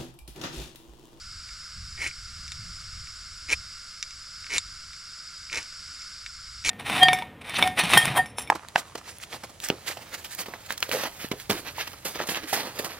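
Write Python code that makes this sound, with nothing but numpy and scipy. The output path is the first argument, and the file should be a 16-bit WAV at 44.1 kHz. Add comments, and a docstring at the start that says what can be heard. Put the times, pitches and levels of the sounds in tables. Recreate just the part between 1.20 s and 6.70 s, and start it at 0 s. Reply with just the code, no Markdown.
"""Ferro rod scraped over an unlit burner

A steel striker scrapes five times along a ferro rod in a tent: stick-slip friction rings the pressed steel,
fracture of the rod throws off grit, and the burning shavings puff as sparks.
Knocks, before, during and after the strokes, are impulses that ring damped modes of striker and rod.
Gas hisses throughout as jet noise coloured by resonances, and wind rumbles and drums on the tent."""
import sys
import numpy as np
from scipy import signal
from scipy.fft import rfft, irfft
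from scipy.io import wavfile

SR = 44100
rng = np.random.default_rng(int(sys.argv[2]) if len(sys.argv) > 2 else 0)


def generate_wav(sig):
    """Save sig (samples, or channels by samples) to the path in sys.argv[1] as 16-bit PCM at SR."""
    pcm = np.round(np.clip(np.atleast_2d(sig).T, -1, 1) * 32767).astype(np.int16)
    wavfile.write(sys.argv[1], SR, pcm)


N = 242550
TIME = np.arange(N) / SR
BINS = np.maximum(np.arange(N // 2 + 1) * SR / N, 1)   # bin frequencies in Hz, kept above 0 for the logarithm

# a stroke bites, gathers speed and loses pressure; levels are relative within each layer:
# (start [s], share of full speed at the bite [0-1], full speed [s], easing off [s],
#  time for the pressure to fall 20 dB [s], chatter [dB], centre of the chatter at full speed [Hz],
#  grit [dB], flare [dB])
STROKES = [(0.769, .27, 0.825, 0.875, 0.0327, -28.5, 2120, -38, -48.5),
           (2.281, .21, 2.328, 2.335, 0.012, -21.5, 2400, -26, -37),
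           (3.293, .29, 3.346, 3.3773, 0.0009, -26, 2270, -31.5, -43.5),
           (4.311, .45, 4.346, 4.384, 0.07, -30.5, 2380, -39, -45),
           (5.444, .48, 5.488, 5.46, 0.12, -21.5, 2340, -22.5, -38.5)]
# the edge catches hard and lets go: (time [s], relative level [dB], pitch of the ring [Hz], swell [s])
CATCHES = [(0.816, -23.5, 2080, .0019), (0.8425, -22, 2000, .0012), (0.8637, -16.5, 2170, .001),
           (0.870, -24, 2520, .0014), (0.911, -30, 2290, .0011), (2.3265, -14, 2340, .0016),
           (2.3316, -8.5, 2420, .0014), (4.2985, -26.5, 2400, .0007), (4.3383, -23, 2150, .0008),
           (5.4492, -22.5, 2393, .0007), (5.4814, -18, 2310, .002)]
# steel knocks on the rod, or snaps off its tip:
# (time [s], relative level [dB], place from shaft to tip [0-1], brightness [dB per octave])
KNOCKS = [(0.2897, -33, .3, -8), (0.8748, -26.5, 0.91, 11), (1.279, -26, .1, 1), (1.3192, -17.5, .8, -1),
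          (1.8714, -35, 0.094, -10.5), (2.827, -13, 0.051, 1.5), (2.9075, -27.5, .05, 2),
          (3.2432, -30, .1, -6.5), (3.2661, -26.5, .1, -6), (3.337, -15, .1, 0.5), (3.3813, -3, 0.852, 2.5),
          (3.7323, -28, .3, -1), (4.3289, -16, .1, -3.5), (4.3455, -18.5, .1, -1.5),
          (4.3569, -17.5, 0.049, -1), (4.374, -19.5, 0.0514, 6), (4.4283, -28, .2, 7),
          (4.819, -29, 0.0508, 4), (5.0624, -20, .35, -6.5), (5.4406, -24, .1, -3),
          (5.4919, -1.5, 0.983, -2)]
# modes of striker and rod, damped by the fingers: (frequency [Hz], relative level [dB], decay by 60 dB [s])
STEEL_MODES = [(1865, 2.5, 0.00556), (2297, -1, 0.0134), (2681, -1, 0.00697), (3618, 4.5, 0.0098),
               (4166, 5, 0.0062), (5258, 4.5, 0.00497), (6050, 2.5, 0.00625), (7110, 0.5, 0.0206),
               (7388, 3, 0.00827), (8637, -0.5, 0.00707), (9960, -13, .008)]
# resonances of the striker pressed on the rod: (frequency [Hz], width [Hz], relative level [dB])
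PRESSED_MODES = [(1836, 248, -6), (2112, 157, 0), (2282.5, 158, -0.5), (2556.6, 100, 0.5), (2955, 85, -2)]
# relative level of a knock's ring in four bands, near 2, 4, 5.5 and 8 kHz, on the shaft and at the tip: (level [dB])
SHAFT_RING_DB = [-12, -16, -7, -21.5]
TIP_RING_DB = [-17.5, -14, -20.5, -14]
# colour of a knock as the microphone in its housing picks it up: (frequency [Hz], gain [dB])
KNOCK_COLOUR = [(400, -34.5), (800, -12), (1300, 1.5), (2000, 0), (2800, 3), (3200, -5.5), (3600, 0),
                (6000, -1), (9500, -0.5), (11100, -3), (12500, -5), (16000, -10.5)]
# chips tearing off the rod: (frequency [Hz], relative density [dB per Hz])
GRIT_SPECTRUM = [(1200, -26), (2200, -19), (2800, 0.5), (3200, -2.5), (3700, -0.5), (4800, -2), (5900, 2),
                 (7200, -2), (8900, -8), (10150, -3.5), (11100, -16.5), (14000, -22), (16000, -44)]
# sparks burning: (frequency [Hz], relative density [dB per Hz])
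FLARE_SPECTRUM = [(60, -13.5), (230, -5), (350, 3), (600, -1), (780, -6), (960, 4), (1450, -0.5),
                  (2000, 6.5), (3200, -25), (8000, -56.5)]
# the gas jet: (frequency [Hz], relative density [dB per Hz])
JET_SPECTRUM = [(150, -10), (450, -25), (650, -18.5), (860, -31.5), (1050, -15.5), (1400, -1), (1850, -12),
                (3000, -12), (4200, -8.5), (6400, -11.5), (9500, -17), (10600, -22), (11100, -30),
                (15500, -42.5)]
# resonances colouring the hiss, from burner and microphone housing:
# (frequency [Hz], width [Hz], height of each alone above the hiss [dB])
HISS_RESONANCES = [(1346, 800, 2.5), (2146, 260, 8), (2790, 178, 4), (3678, 101, 5), (4676.6, 392, 12),
                   (4983, 204.5, 16.5), (5298.5, 84.4, 19), (5502, 248, 12), (5919, 141, 8),
                   (6565, 156, 3.5), (7160, 181, 13.5), (7774, 282, 10.5), (11680, 400, 7),
                   (12160, 500, 5.5)]
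# strength of the wind: (time [s], relative deep rumble [dB], relative drumming of the fabric [dB])
WIND_STRENGTH = [(0.0, -54, -49), (0.21, -50, -54), (0.5, -61, -54), (0.58, -50, -45), (1.85, -50, -49),
                 (1.87, -55, -55), (2.39, -50, -51), (2.65, -61, -63), (3.45, -56, -54), (4.01, -64, -63),
                 (4.47, -57, -55), (4.73, -64, -63), (5.44, -50, -53), (5.5, -51, -45)]
# gusts pressing on the tent: (frequency [Hz], relative density [dB per Hz])
RUMBLE_SPECTRUM = [(10, 0.5), (25, 1.5), (50, 2.5), (70, -9), (120, -30), (500, -89)]
# the drumming fabric: (frequency [Hz], relative density [dB per Hz])
FABRIC_SPECTRUM = [(45, -11.5), (62, 0), (79, 1), (110, -6), (180, -14.5), (260, -31), (450, -49),
                   (1000, -65)]
# stereo width of gas, wind and thumps: (frequency [Hz], side against mid [dB])
WIDTH = [(25, -15), (60, -41), (150, -11.5), (1200, -10.5), (2300, -26.5), (5000, -17), (8000, -22),
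         (13000, -6.5)]
# the two microphone ports: (frequency [Hz], lag of the left [rad], left minus right [dB])
PORTS = [(100, 0.17, 0.5), (613, 0.645, -2.5), (1420, 0.1, -1), (2310, 0.693, 0.24), (3320, 0.86, -1.43),
         (4260, 0.497, -0.23), (5400, 0.533, -1.3), (7900, 0.44, 0), (13000, 0.85, 1.5)]

# each layer grows as this power of the speed, and dies as this power of the pressure
CHATTER_POWER, GRIT_POWER, FLARE_POWER = 0.597, 1.187, 1.127
CHATTER_FALL, GRIT_FALL, FLARE_FALL = 1.38, 0.93, 1.16
BITE_S = .007   # the pressure builds up this fast
CENTRE_RISE_HZ = 200   # climb of the chatter's centre from rest to full speed
SIZZLE_HZ = 6500   # above this the rasp needs speed most
PIVOT_HZ = 4130   # brightness tilts the ring of a knock about this frequency
CLACK_HZ, CLACK_DB, CLACK_T60_S = 950, -12, .006   # low clack at the very tip, relative to its knock
THUMP_DB, THUMP_S = -50, .028   # soft thump as a stroke eases off
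CUTOFF_HZ = 15750


def from_db(db):
    """Logarithmic level: decibels to amplitude gain."""
    return 10 ** (np.asarray(db) / 20)


def rms_one(x):
    """Power normalisation: scale to rms 1."""
    return x / np.sqrt(np.mean(x ** 2) + 1e-20)


def over_hz(points):
    """Logarithmic frequency scale: interpolate a curve to every frequency bin."""
    hz, values = np.transpose(points)
    return np.interp(np.log(BINS), np.log(hz), values)


def colour(x, db):
    """Minimum-phase filtering: the folded cepstrum gives a causal filter with the given dB at each bin."""
    cepstrum = irfft(np.log(from_db(db)), N)
    cepstrum[1:N // 2] *= 2
    cepstrum[N // 2 + 1:] = 0
    impulse_response = irfft(np.exp(rfft(cepstrum)), N)[:N // 8]
    # zero padding keeps the convolution from wrapping round
    return irfft(rfft(x, 2 * N) * rfft(impulse_response, 2 * N))[..., :N]


def drift(rate):
    """Slow random fluctuation: chance values at this rate per second, joined by lines; rms 1."""
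    knots = rng.standard_normal(N // 10)
    return rms_one(np.interp(TIME * rate, np.arange(len(knots)), knots))


def wide_noise(db):
    """Partial coherence: mid and side noise of one spectrum, with a width set by frequency; rms 1."""
    mid, side = rfft(rng.standard_normal((2, N)))
    left_right = mid + side * from_db(over_hz(WIDTH)) * [[1], [-1]]
    return rms_one(irfft(left_right * from_db(db), N))


def ring(clicks, hz, t60):
    """Damped resonance: a unit click sets a mode ringing at a height of about 1."""
    radius = from_db(-60 / (t60 * SR))
    angle = 2 * np.pi * hz / SR
    return signal.lfilter([.5, 0, -.5], [1, -2 * radius * np.cos(angle), radius ** 2], clicks + 1e-18)


def clicks_at(times, sizes):
    """Impulse excitation: single clicks at the given times."""
    out = np.zeros(N)
    samples = np.round(np.asarray(times) * SR).astype(int)
    out[np.clip(samples, 0, N - 1)] = sizes
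    return out


def stroke_controls():
    """Frictional drive: power laws of speed and pressure set the gains, and speed raises the chatter."""
    gains, speed, centre_hz = np.zeros((3, N)), np.zeros(N), np.zeros(N)
    rises = np.array([[CHATTER_POWER], [GRIT_POWER], [FLARE_POWER]])
    falls = np.array([[CHATTER_FALL], [GRIT_FALL], [FLARE_FALL]])
    for start, bite, full, ease, fade_s, chatter_db, hz, grit_db, flare_db in STROKES:
        on = (TIME >= start) & (TIME < ease + 5 * fade_s)
        t = TIME[on]
        speed[on] = bite ** np.interp(t, [start, full], [1, 0])
        build_up = np.minimum((t - start) / BITE_S, 1)
        pressure = build_up * from_db(-20 * np.maximum(t - ease, 0) / fade_s)
        levels = from_db([[chatter_db], [grit_db], [flare_db]])
        gains[:, on] = levels * speed[on] ** rises * pressure ** falls
        centre_hz[on] = hz - CENTRE_RISE_HZ * (1 - speed[on])
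    return (*gains, speed, centre_hz)


def slips(speed, slow_per_s, fast_per_s, jitter, uneven_db):
    """Stick-slip friction: irregular jerks come faster as the striker gathers speed; rms 1."""
    per_s = (slow_per_s + (fast_per_s - slow_per_s) * speed) * np.exp(jitter * drift(200))
    jumps = np.diff(np.floor(np.cumsum(per_s) / SR), prepend=0)
    sizes = from_db(uneven_db * rng.standard_normal(N))
    return rms_one(jumps * sizes / np.sqrt(per_s))   # the root evens out the power over the rates


def chatter(jerks, speed, centre_hz, drag_db, reach_hz):
    """Forced resonance: slips and drag ring the striker; the grip picks which resonances speak."""
    force = jerks + from_db(drag_db) * speed * rng.standard_normal(N)
    shares, rings = [], []
    for k, (hz, width, db) in enumerate(PRESSED_MODES):
        shares.append(from_db(db) / (1 + ((hz - centre_hz) / reach_hz) ** 2))
        t60 = np.log(1000) / (np.pi * width)
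        rings.append((-1) ** k * rms_one(ring(force, hz, t60)))
    return np.sum(np.array(shares) * rings, axis=0) / np.linalg.norm(shares, axis=0)


def grit(jerks, per_s, spread_db, hiss_db, burst_db, burst_s):
    """Brittle fracture: chips break off in a dense random stream, with a short burst at every slip; rms 1."""
    sizes = from_db(spread_db * np.minimum(rng.exponential(1, N), 4)) * rng.choice([-1, 1], N)
    chips = rms_one(sizes * (rng.random(N) < per_s / SR))
    chips += from_db(hiss_db) * rng.standard_normal(N)
    bursts = rms_one(signal.lfilter([1], [1, -np.exp(-1 / (burst_s * SR))], jerks + 1e-18))
    return rms_one(colour(chips * (1 + from_db(burst_db) * bursts), over_hz(GRIT_SPECTRUM)))


def nicks(jerks, uneven_db):
    """Impulsive excitation: every slip ticks the steel modes, a few much harder than the rest; rms 1."""
    hits = jerks * from_db(uneven_db * np.minimum(rng.exponential(1, N), 2.5))
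    out = np.zeros(N)
    for k, (hz, db, t60) in enumerate(STEEL_MODES):
        out += (-1) ** k * from_db(db) * ring(hits, hz, t60)
    return rms_one(colour(out, over_hz(KNOCK_COLOUR)))


def dulled(x, speed):
    """Speed-dependent brightness: a slow edge throws less treble."""
    body = signal.sosfilt(signal.butter(1, SIZZLE_HZ, fs=SR, output="sos"), x)
    return body + (x - body) * speed


def flare():
    """Combustion noise: the shavings burn with a soft puff of coloured noise; rms 1."""
    return rms_one(colour(rng.standard_normal(N), over_hz(FLARE_SPECTRUM)))


def catches():
    """Transient oscillation: a hard catch of the pressed striker swells and dies within a few cycles."""
    out = np.zeros(N)
    for s, db, hz, swell_s in CATCHES:
        at = int(s * SR)
        t = TIME[:min(N - at, SR // 20)]
        swell = (t / swell_s * np.exp(1 - t / swell_s)) ** 2
        out[at:at + len(t)] += from_db(db) * swell * np.sin(2 * np.pi * hz * t)
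    return out


def knocks(crack_db):
    """Modal impact: a hard crack rings the steel modes, balanced by place and brightness."""
    s, level, place, brightness = np.transpose(KNOCKS)
    out = clicks_at(s, from_db(level + crack_db))
    out += ring(clicks_at(s, from_db(level + CLACK_DB) * place ** 4), CLACK_HZ, CLACK_T60_S)
    for k, (hz, db, t60) in enumerate(STEEL_MODES):
        band = np.searchsorted([3100, 4600, 6500], hz)   # band edges in Hz
        balance = (1 - place) * SHAFT_RING_DB[band] + place * TIP_RING_DB[band]
        balance += brightness * np.log2(hz / PIVOT_HZ)
        out += (-1) ** k * ring(clicks_at(s, from_db(level + balance + db)), hz, t60)
    return colour(out, over_hz(KNOCK_COLOUR))


def tent(x, echo_db, t60, apart_db):
    """Diffuse reflection: hands, pot and fabric scatter a brief spray, a little different at each ear."""
    t = TIME[:SR // 8]
    decay = from_db(-60 * t / t60) * (t > .0007)   # the first reflection comes after 0.7 ms
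    mid, side = rng.standard_normal((2, len(t))) * decay
    spray = (mid + from_db(apart_db) * side * [[1], [-1]]) / np.sqrt(np.sum(mid ** 2))
    return x + from_db(echo_db) * signal.fftconvolve(x[None], spray, axes=1)[:, :N]


def gas(level_db, waver_db):
    """Jet noise: turbulent hiss is coloured by resonances of burner and microphone housing."""
    power = 1
    for hz, width, db in HISS_RESONANCES:
        power = power + (from_db(db) ** 2 - 1) / (1 + (2 * (BINS - hz) / width) ** 2) ** 2
    spectrum = over_hz(JET_SPECTRUM) + 10 * np.log10(np.maximum(power, .1))
    return from_db(level_db + waver_db * drift(3.543)) * wide_noise(spectrum)


def ports(x):
    """Phase and level difference: the housing delays and shades the sound differently at its two ports."""
    hz, lag, tilt_db = np.transpose(PORTS)
    shade = from_db(over_hz(np.c_[hz, tilt_db]) / 2)
    half = shade * np.exp(-.5j * over_hz(np.c_[hz, lag]))   # each port takes half the difference
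    return irfft(rfft(x) * np.array([half, 1 / half]), N)


def thumps():
    """Structural coupling: the arm shakes the fabric around the moment each stroke begins to ease off."""
    swells = sum(np.exp(-((TIME - ease) / THUMP_S) ** 2) for start, bite, full, ease, *rest in STROKES)
    return from_db(THUMP_DB) * swells * wide_noise(over_hz(FABRIC_SPECTRUM))


def wind(rumble_db, fabric_db, lumps_db, flutter_db):
    """Turbulent pressure: gusts press on the tent in deep lumps and set its fabric drumming."""
    s, deep, drumming = np.transpose(WIND_STRENGTH)
    deep_db = np.interp(TIME, s, deep) + rumble_db + lumps_db * drift(8.7)
    drum_db = np.interp(TIME, s, drumming) + fabric_db + flutter_db * drift(10)
    rumble = from_db(deep_db) * wide_noise(over_hz(RUMBLE_SPECTRUM))
    return rumble + from_db(drum_db) * wide_noise(over_hz(FABRIC_SPECTRUM))


def scene():
    """Superposition: strokes and knocks close to the burner, with wind all around."""
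    chatter_gain, grit_gain, flare_gain, speed, centre_hz = stroke_controls()
    jerks = slips(speed, slow_per_s=120, fast_per_s=210, jitter=.27, uneven_db=2.5)
    scrape = from_db(-2.5) * chatter_gain * chatter(jerks, speed, centre_hz, drag_db=-6, reach_hz=420)
    chips = grit(jerks, per_s=2500, spread_db=5.0, hiss_db=4.5, burst_db=-6.5, burst_s=0.0014)
    rasp = from_db(-2) * grit_gain * chips
    rasp += from_db(-16) * chatter_gain * nicks(jerks, uneven_db=3)
    scrape += dulled(rasp, speed)
    scrape += from_db(4.5) * flare_gain * flare()
    scrape += from_db(-0.5) * catches()
    near = tent(scrape, echo_db=-6, t60=0.0292, apart_db=-13)
    near += tent(knocks(crack_db=-11.5), echo_db=-6.5, t60=0.0364, apart_db=-10.5)
    near += gas(level_db=-42.5, waver_db=0.4966)
    return ports(near) + thumps() + wind(rumble_db=0.3, fabric_db=-1.2, lumps_db=1.5, flutter_db=2.6)


def record(dry):
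    """Band limitation: an elliptic low-pass cuts the top steeply."""
    return signal.sosfilt(signal.ellip(10, .2, 80, CUTOFF_HZ, fs=SR, output="sos"), dry)


dry = scene()
out = record(dry)
generate_wav(out)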